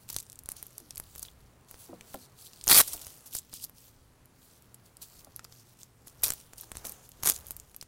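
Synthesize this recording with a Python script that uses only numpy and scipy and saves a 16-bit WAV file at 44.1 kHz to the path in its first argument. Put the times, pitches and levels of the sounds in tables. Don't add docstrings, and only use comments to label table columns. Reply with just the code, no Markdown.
import sys
import numpy as np
from scipy import signal
from scipy.io import wavfile
from scipy.ndimage import uniform_filter1d

SR = 44100
rng = np.random.default_rng(int(sys.argv[2]) if len(sys.argv) > 2 else 0)


def materialize(psi):
    bounded = np.clip(np.atleast_2d(psi).T, -1, 1)
    quanta = np.round(bounded * 32767).astype(np.int16)
    wavfile.write(sys.argv[1], SR, quanta)


N = 347067
TIME = np.arange(N) / SR

# frequency in Hz, relative strength in dB per Hz.
STRAP_COLOUR = [(1500, -22), (2500, -10.5), (4200, -6.5), (6500, -5.5), (10000, -5), (14500, -4),
                (16200, -9.5)]


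def gain_of(db):
    return 10 ** (np.asarray(db) / 20)


def evened(x):
    return x / np.sqrt(np.mean(x ** 2) + 1e-20)


def add(mix, s, sound):
    part = mix[round(s * SR):][:len(sound)]
    part += sound[:len(part)]


def colour(x, points, size=8192):
    f, db = np.transpose(points)
    hz = abs(np.fft.fftfreq(size, 1 / SR))
    log_gain = np.log(gain_of(np.interp(np.log(hz + 1), np.log(f + 1), db)))
    spectrum = np.exp(np.conj(signal.hilbert(log_gain)))
    response = np.fft.ifft(spectrum).real[:size // 2]
    return signal.oaconvolve(x, response / np.linalg.norm(response))[:len(x)]


def drift(seconds):
    width = max(round(seconds * SR), 1)
    once = uniform_filter1d(rng.standard_normal(N), width)
    return evened(uniform_filter1d(once, width))


def hail(per_s, spread_db, clump_db, clump_s, ring_s, count=16):
    size_db = spread_db * np.minimum(rng.exponential(1, N), 3) + clump_db * drift(clump_s)
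    size = gain_of(size_db) * (rng.random(N) < per_s / SR)
    kind = rng.integers(0, count, N)
    t = np.arange(256) / SR
    out = np.zeros(N)
    for k, hz in enumerate(np.geomspace(2500, 15500, count)):
        grain = np.exp(-t / ring_s) * (np.cos(2 * np.pi * hz * t) + 0.79 * rng.standard_normal(256))
        out += signal.oaconvolve(size * (kind == k), -grain)[:N]
    return evened(out), evened(size)


def swells(rows, rest_db):
    ends_db, fall_bend = -20, 0.49
    out = np.full(N, gain_of(rest_db))
    for s, rise_s, hold_s, fall_s, db in rows:
        first = max(round((s - 2 * rise_s) * SR), 0)
        near = slice(first, round((s + hold_s + 2 * fall_s) * SR))
        t = TIME[near] - s
        before = np.maximum(-t / rise_s, 0)
        after = np.maximum((t - hold_s) / fall_s, 0) ** fall_bend
        out[near] += gain_of(db + ends_db * (before + after))
    return out


def background():
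    # frequency in Hz, relative strength in dB per Hz.
    air_colour = [(20, -17.5), (60, 2), (124, 0.5), (211, -4), (474, -12.5), (531, -29), (1230, -25),
                  (2150, -23.5), (10900, -27.5), (14100, -36), (16200, -43)]
    # frequency in Hz, level in dB around which it wavers.
    hum_tones = [(118.4, -68.5), (258.4, -76.5)]
    # time in seconds, level in dB before wavering.
    bumps = [(.16, -53), (.45, -55.5), (1., -57), (1.23, -58), (1.42, -58), (1.75, -64.5), (2.73, -47.5),
             (2.95, -58), (3.55, -62.5), (3.97, -58.5), (5.2, -61), (6.25, -50.5), (6.6, -60),
             (6.77, -53.5), (7.25, -45), (7.55, -59)]
    rise_s, hold_s, fall_s, still_db = 0.11, 0.0069, 0.2, -73.5

    air = gain_of(-64.5) * colour(rng.standard_normal(N), air_colour)
    hum = np.zeros(N)
    for hz, db in hum_tones:
        level = gain_of(db + 4.1 * drift(0.18))
        hum += level * np.sin(2 * np.pi * hz * TIME + 1.0 * drift(0.036))
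    low_colour = [(10, -10.5), (25, -6.0), (70, -1.5), (140, -9), (400, -59.5)]  # Hz, dB per Hz
    lumps = colour(rng.standard_normal(N), low_colour)
    movement = swells([(s, rise_s, hold_s, fall_s, db) for s, db in bumps], still_db)
    return air + hum + lumps * movement * gain_of(0.93 * drift(0.04))


def rustle():
    # frequency in Hz, relative strength in dB per Hz.
    cloth_colour = [(880, -59), (1500, -29.5), (1890, -19.5), (2260, -14.5), (4350, -10), (6420, -8),
                    (9180, -5.5), (14800, -6.5), (16200, -10.5)]
    # frequency in Hz, relative strength in dB per Hz.
    fold_colour = [(150, -19), (400, 1), (1200, -3.5), (3000, -15), (5000, -35.5)]
    # time in seconds, level in dB before wavering.
    shifting = [(0.0, -69), (1.62, -67.5), (1.92, -64), (2.532, -67.5), (2.953, -60), (3.464, -71),
                (4.214, -69.5), (5.23, -67), (5.952, -71), (6.258, -64), (6.483, -67.5), (6.74, -65),
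                (6.86, -56), (7.108, -69.5), (7.307, -58.5), (7.868, -74.5)]
    # start of full speed in seconds, rise in seconds,
    # hold in seconds, fall in seconds, level in dB.
    strokes = [(.03, .06, 0.0058, 0.037, -62.5), (.1, 0.03, 0.082, 0.11, -55.5),
               (.3, 0.089, 0.023, 0.047, -74), (.565, 0.013, 0.035, 0.1, -55.5),
               (.79, 0.28, 0.013, 0.26, -64), (1.16, 0.27, 0.11, 0.11, -60),
               (1.685, 0.0068, 0.07, 0.063, -61.5), (1.8, 0.036, 0.061, 0.11, -56),
               (2.09, 0.096, 0.068, 0.1, -58.5), (2.22, .06, 0.034, 0.028, -57),
               (2.39, 0.038, 0.085, 0.065, -54.5), (2.53, 0.087, 0.15, 0.16, -70),
               (2.82, 0.19, 0.13, 0.29, -45), (3.1, 0.14, 0.056, 0.22, -62),
               (3.535, 0.015, 0.036, 0.064, -48), (3.6, 0.024, 0.028, 0.012, -60),
               (3.33, 0.025, 0.064, 0.018, -52), (3.77, 0.036, 0.12, 0.085, -62),
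               (4.43, 0.08, 0.15, 0.092, -66), (4.86, 0.03, 0.011, 0.04, -63.5),
               (5.02, 0.014, 0.012, 0.072, -50.5), (5.17, 0.12, 0.035, 0.17, -61),
               (5.365, 0.01, 0.0094, 0.014, -62), (5.53, 0.043, 0.084, 0.06, -62),
               (5.68, 0.023, 0.021, .06, -68.5), (5.82, 0.057, 0.024, 0.027, -60.5),
               (6.072, 0.0087, 0.0096, 0.026, -53), (6.3, 0.16, 0.11, 0.23, -57),
               (6.58, 0.0074, 0.064, 0.19, -58.5), (6.76, 0.015, 0.025, 0.14, -59.5),
               (6.88, 0.092, 0.063, 0.27, -60.5), (7.05, .06, 0.013, 0.044, -64),
               (7.3, 0.12, 0.082, 0.27, -56), (7.48, 0.065, 0.027, 0.13, -65)]
    resting_db = -75

    fine = hail(per_s=20000, spread_db=1.5, clump_db=.8, clump_s=.004, ring_s=.0004)[0]
    ticks = hail(per_s=220, spread_db=3.2, clump_db=2.5, clump_s=0.04, ring_s=.0006)[0]

    z = signal.stft(colour(fine, cloth_colour), nperseg=256)[2]
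    patches = rng.standard_normal(z.shape[::-1]).T
    for _ in range(2):
        patches = uniform_filter1d(patches, size=6, axis=0)
        patches = uniform_filter1d(patches, size=30, axis=1)
    fine = signal.istft(z * gain_of(2.2 * evened(patches)), nperseg=256)[1][:N]

    wash_db = 0.47 * drift(0.0058) + np.interp(TIME, *np.transpose(shifting))
    dull = colour(rng.standard_normal(N), fold_colour) * gain_of(wash_db)
    rubbing = evened(fine) + gain_of(-2.5) * evened(colour(ticks, STRAP_COLOUR))
    return swells(strokes, resting_db) * rubbing + dull


def slips():
    slips_per_s, slip_s, spread_db = 250, 0.001, 2
    pace = gain_of(4.0 * drift(.003))
    jerks = np.diff(np.floor(np.cumsum(pace) * slips_per_s / SR), prepend=0)
    sizes = gain_of(spread_db * np.minimum(rng.standard_normal(N), 1))
    return evened(signal.lfilter([1], [1, -np.exp(-1 / (slip_s * SR))], jerks * sizes))


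def rips():
    # time in seconds, pull level in dB,
    # share in the cover's low body in dB against the pull.
    rip_curves = [
        [(0.08, -61, -15), (0.102, -44, -11), (0.112, -61, -6), (0.21, -46, -24)],
        [(0.499, -49, -16), (0.541, -67, -2), (0.659, -76, 5)],
        [(2.6935, -21.5, -11), (2.717, -14, -11), (2.7215, -26, -17), (2.727, -18.5, -2.5), (2.7305, -28, -16),
         (2.738, -19.5, -17), (2.746, -17.5, -12), (2.766, -17, -14.5), (2.783, -12.5, -19),
         (2.798, -16.5, -10), (2.806, -16.5, -8.5), (2.814, -19, -14.5), (2.822, -38, -29)],
        [(3.308, -62, -19), (3.352, -34.5, -24), (3.392, -41.5, -33), (3.398, -55.5, -8)],
        [(3.605, -56, -26), (3.64, -38.5, -31), (3.657, -51, -13)],
        [(6.228, -62, 9), (6.236, -19, -19), (6.242, -23, -21), (6.306, -43.5, -8), (6.316, -59, -2),
         (6.35, -52, -11)],
        [(6.844, -57, 7), (6.852, -38, -16), (6.928, -58, -16)],
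        [(7.224, -68, -15), (7.236, -50, -8), (7.273, -23, -11.5), (7.284, -29, -9), (7.297, -26.5, -18.5),
         (7.327, -50.5, -5), (7.363, -42, -59)],
    ]
    # start in seconds, level in dB, fade length in seconds.
    tears = [(0.0993, -30.5, 0.005), (0.127, -38, 0.006), (0.78, -34, 0.0031), (1.179, -41.5, 0.0066),
             (1.219, -44, 0.0063), (1.2272, -32, 0.0048), (2.6875, -12, 0.0017), (2.7115, -20, 0.0022),
             (2.721, -17, 0.0022), (2.7306, -10, 0.0027), (2.766, -22, 0.0025), (2.801, -20, 0.0036),
             (2.808, -14, 0.0022), (2.873, -34, 0.015), (2.9302, -33, 0.015), (3.012, -43.5, 0.015),
             (3.256, -45.5, 0.026), (5.015, -43, 0.026), (5.246, -45, 0.0032), (5.444, -34.5, 0.0014),
             (6.238, -27, 0.0034), (6.2965, -45, 0.0018), (6.303, -25, 0.0036), (6.579, -43.5, 0.011),
             (7.2327, -28.5, 0.0044), (7.245, -34, .004), (7.253, -30, 0.0028), (7.2582, -26, 0.0024),
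             (7.271, -24, 0.003), (7.289, -25, .0015), (7.2923, -22, 0.0015), (7.298, -15, 0.0021),
             (7.3077, -24, 0.0026)]
    # frequency in Hz, relative strength in dB per Hz.
    hook_colour = [(1180, -51), (2000, -12), (2530, -7), (2810, -13.5), (3320, -1.5), (4250, -3.5),
                   (6870, 0), (10200, 5), (15100, 3.5), (16200, -20)]
    # frequency in Hz, relative strength in dB per Hz.
    peel_colour = [(2000, -27.5), (4000, -13), (6000, -5), (12000, -0.5), (16200, -8.5)]
    # frequency in Hz, relative strength in dB per Hz.
    cover_colour = [(53, -44.5), (90, -3), (379, -2.5), (789, 0), (1210, 1), (2700, -7.5), (3900, -40.5)]
    between_hard, between_light = 0.76, 0.28

    bright, tugs = hail(per_s=5000, spread_db=-1.0, clump_db=1.28, clump_s=0.00069, ring_s=0.0002)
    jerks = slips()
    hard = evened(colour(bright * (between_hard + jerks), hook_colour))
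    light = evened(colour(bright * (between_light + jerks), peel_colour))
    low = evened(colour((tugs.mean() - tugs) * (between_hard + jerks), cover_colour))

    pull, tear, body = np.zeros((3, N))
    for rows in rip_curves:
        s, db, low_db = np.transpose(rows)
        t = np.arange(s[0], s[-1], 1 / SR)
        edge = signal.windows.tukey(len(t), .01)
        add(pull, s[0], edge * gain_of(np.interp(t, s, db)))
        add(body, s[0], edge * gain_of(np.interp(t, s, db + low_db)))
    for s, db, length in tears:
        u = np.arange(round(5 * length * SR)) / SR / length
        burst = gain_of(db) * np.minimum(5 * u, 1) * np.exp(-u ** 2)
        add(tear, s, burst)
        add(body, s, gain_of(-18.5) * burst)

    share = np.clip(uniform_filter1d(pull, 900) / gain_of(-23.5), 0, 1)
    pulled = pull * (share * hard + (1 - share) * light)
    torn = tear * evened(colour(bright, peel_colour))
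    return pulled + torn + body * low


def strap_ring(x):
    # time in seconds, frequency in Hz,
    # level in dB against the direct sound.
    ring_path = [(2.2, 4490, -7), (2.74, 4500, 1), (2.765, 4700, -3), (2.775, 9500, -2), (2.82, 10400, -26),
                 (3.3, 5200, -10), (3.7, 4800, -2), (4.399, 4490, -6.5), (5.05, 4314, -9.5),
                 (7.3, 6760, -1)]
    width_hz = 730
    s, hz, db = np.transpose(ring_path)
    turn = np.exp(2j * np.pi * np.cumsum(np.interp(TIME, s, hz)) / SR)
    r = np.exp(-np.pi * width_hz / SR)
    smoothed = signal.lfilter([1 - r], [1, -r], x / turn)
    return x + gain_of(np.interp(TIME, s, db)) * 2 * (turn * smoothed).real


def snaps():
    # start in seconds, level in dB before colouring,
    # ring frequency in Hz, tug on the cover in dB against that level.
    snap_rows = [(0.09, -23.5, 7600, -29), (0.1442, -21, 6300, -33), (0.1643, -8, 9650, -19),
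                 (0.186, -14.5, 7200, -46), (0.202, -20, 7940, -38), (0.228, -26, 15900, -33),
                 (0.266, -35.5, 7600, -35), (0.299, -28, 7960, -34), (0.32, -27, 8200, -54),
                 (0.329, -28, 10050, -20), (0.3572, -32.5, 8000, -28), (0.3902, -21, 10600, -35),
                 (0.436, -35, 11100, -40), (0.459, -25, 9500, -20), (0.4892, -16, 10200, -13.5),
                 (0.5006, -29, 7640, -44), (0.5186, -17, 10260, -22), (0.5665, -25, 9900, -34),
                 (0.6277, -19.5, 11200, -18), (0.667, -26, 11750, -24), (0.8019, -27, 10500, -19),
                 (0.9075, -17, 5770, -25), (0.95, -31.5, 7300, -30), (0.958, -25.5, 9600, -22.5),
                 (0.9718, -20, 4800, -46), (0.979, -17, 11300, -30), (0.9996, -17.5, 10950, -13),
                 (1.1523, -27.5, 7300, -17), (1.1595, -23.5, 11700, -16), (1.1945, -24, 10500, -22),
                 (1.251, -42, 8000, -34), (1.7121, -25.5, 11700, -14.5), (1.743, -33.5, 4950, -3.5),
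                 (2.0099, -29, 6100, -9.5), (2.143, -19, 12400, -10.5), (2.5336, -29, 4000, -45),
                 (2.612, -22.5, 4340, -31), (2.6401, -16.5, 8500, -30), (2.6634, -22, 9250, -29),
                 (2.6712, -13, 12200, -13), (2.6789, -2.5, 6450, -20), (2.968, -25, 15100, -30),
                 (3.0679, -21, 9670, -16.5), (3.337, -22, 13500, -30), (3.3519, -14.5, 9800, -14.5),
                 (3.3645, -27, 10800, -33), (3.3869, -17.5, 7600, -43), (3.5326, -29.5, 4170, -7.5),
                 (3.539, -17, 13700, -28.5), (3.648, -19.5, 12400, -34), (3.696, -30.5, 12200, -14.5),
                 (4.257, -40, 11930, -29.5), (4.623, -35.5, 10600, -33), (4.744, -24, 10400, -35.5),
                 (4.9693, -28, 9400, -37), (5.3623, -22.5, 11440, -26), (5.3936, -24.5, 5150, -16.5),
                 (5.448, -23, 4860, -28), (5.5243, -31.5, 4900, -14), (5.8325, -27.5, 6970, -18.5),
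                 (6.073, -29, 11200, -12), (6.2219, -25, 13400, -43.5), (6.236, -5, 11400, -20.5),
                 (6.282, -13, 12300, -51), (6.3049, -13.5, 9300, -10.5), (6.321, -13.5, 8240, -18),
                 (6.3362, -12, 14700, -28), (6.534, -25.5, 7070, -11), (6.611, -21.5, 12300, -36),
                 (6.7174, -19.5, 8450, -9.5), (6.754, -25.5, 8440, -8), (6.77, -19.5, 8360, -14),
                 (6.852, -21, 7460, -13), (6.8697, -18, 13000, -28), (6.895, -17.5, 12900, -25),
                 (6.921, -22.5, 11230, -29), (7.0912, -27.5, 13600, -47), (7.1178, -30, 8000, -37),
                 (7.227, -23, 6260, -20), (7.2348, -12.5, 12600, -12), (7.315, -21, 11500, -35),
                 (7.32, -13, 6760, -36), (7.337, -22, 8900, -28), (7.345, -26, 10000, -25),
                 (7.363, -20, 7240, -35), (7.377, -28, 10000, -35), (7.388, -25, 13500, -28),
                 (7.468, -26, 12000, -34), (7.4844, -26, 12200, -42), (7.5081, -16, 11660, -19),
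                 (7.5175, -20, 12740, -54), (7.5662, -19.5, 11940, -30), (7.5993, -24.5, 7300, -53),
                 (7.7458, -30.5, 6750, -12.5), (7.7638, -23, 12100, -28), (7.8124, -20, 5150, -46),
                 (7.8261, -19.5, 8040, -16)]
    bright, low = np.zeros((2, N))
    t = np.arange(1024) / SR
    flick, heave = t / .0001, t / 0.002
    tug = -1.6 * flick * (1 - 0.27 * flick) * np.exp(1 - flick) + 0.2 * heave * np.exp(1 - heave)
    fizz_fade = gain_of(-8.0 - 60 * t / 0.0029) + gain_of(-19.0 - 60 * t / 0.024)
    for (s, db, hz, tug_db), noise in zip(snap_rows, rng.standard_normal((len(snap_rows), 1024))):
        tone = -np.sin(2 * np.pi * hz * t)
        near = 1.88 * uniform_filter1d(noise, size=5) * tone
        fizz = (near + 0.23 * noise) * fizz_fade
        crack = 0.65 * tone * gain_of(-60 * t / 0.0022)
        add(bright, s, gain_of(db) * (crack + fizz) * np.minimum(t / 0.00016, 1))
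        add(low, s, gain_of(db + tug_db) * tug)
    return colour(bright, STRAP_COLOUR) + low


def knocks():
    # start in seconds, average (rms) level of the first ring in dB,
    # blow length in seconds, rise in seconds, pitch factor of the spot struck.
    knock_rows = [(0.803, -60, 0.0024, 0.0087, 1.15), (1.886, -49, 0.003, 0.0099, 1.2),
                  (1.929, -46.5, 0.0009, 0.0018, 0.86), (2.145, -43, 0.00043, 0.0018, 0.95),
                  (2.941, -53.5, 0.00051, 0.00091, 1.06), (5.27, -58, 0.00048, 0.0014, .95),
                  (6.634, -59, 0.000095, 0.00034, 1.12), (6.85, -53.5, 0.00087, 0.0047, 0.84)]
    # frequency in Hz before the spot's factor,
    # relative level in dB, time to fall by 60 dB in seconds.
    panel = [(198.4, -5.5, 0.26), (254, 0, 0.23), (347, -2, 0.13), (499, 4.5, 0.092), (570, 12, 0.044),
             (705, 8.5, 0.056), (910, 11, 0.024), (1190, 14, 0.019)]
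    sag_share, sag_s = .25, 0.025

    out = np.zeros(N)
    t = np.arange(SR // 4) / SR
    sag = t + sag_share * sag_s * (1 - np.exp(-t / sag_s))
    chances = rng.random((len(knock_rows), len(panel), 2))
    for (s, db, blow_s, rise_s, spot), chance in zip(knock_rows, chances):
        ring = np.zeros(len(t))
        for (hz, mode_db, t60), (detune, phase) in zip(panel, chance):
            mode_hz = hz * spot * (1 + 0.037 * (detune - .5))
            ring += gain_of(mode_db - 60 * t / t60) * np.sin(2 * np.pi * (mode_hz * sag + phase))
        ring *= 1 + 0.15 * evened(uniform_filter1d(rng.standard_normal(len(t)), size=120))
        blow = t[:400] * np.exp(-t[:400] / max(blow_s / 4, 1e-5))
        sound = signal.oaconvolve(ring * (1 - np.exp(-t / rise_s)), blow)
        add(out, s, gain_of(db) * sound / np.std(sound[:1200]))
    return out


def taps():
    # start in seconds, level in dB before roughening, ring frequency in Hz.
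    tap_rows = [(1.251, -37.5, 3930), (1.284, -41.5, 3430), (2.0101, -43.5, 2350), (5.3937, -39, 1350),
                (5.448, -42.5, 1300)]
    t60 = 0.014
    out = np.zeros(N)
    t = np.arange(1024) / SR
    for (s, db, hz), noise in zip(tap_rows, rng.standard_normal((len(tap_rows), 1024))):
        rough = 1 + 0.73 * evened(uniform_filter1d(noise, size=20))
        add(out, s, gain_of(db - 60 * t / t60) * rough * np.sin(2 * np.pi * hz * t))
    return out


def room(x):
    # delay in seconds, level in dB.
    echoes = [(.0026, -25.5)]
    tail_db, t60 = -20.5, 0.11
    t = np.arange(SR // 2) / SR
    tail = rng.standard_normal(len(t)) * gain_of(-60 * t / t60) * (t > .008)
    response = gain_of(tail_db) * tail / np.linalg.norm(tail)
    response[0] = 1
    for s, db in echoes:
        add(response, s, gain_of([db]))
    return signal.fftconvolve(x, response)[:N]


def scene():
    struck = room(strap_ring(rips()) + snaps() + taps() + knocks())
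    return (struck + strap_ring(rustle()) + background())[None]


def record(dry):
    overload, edge_hz = .9, 16050
    rounded = overload * np.tanh(dry / overload)
    band = signal.firwin(511, edge_hz, window=("kaiser", 9), fs=SR)
    return signal.oaconvolve(rounded, band[None], "same")


dry = scene()
out = record(dry)
materialize(out)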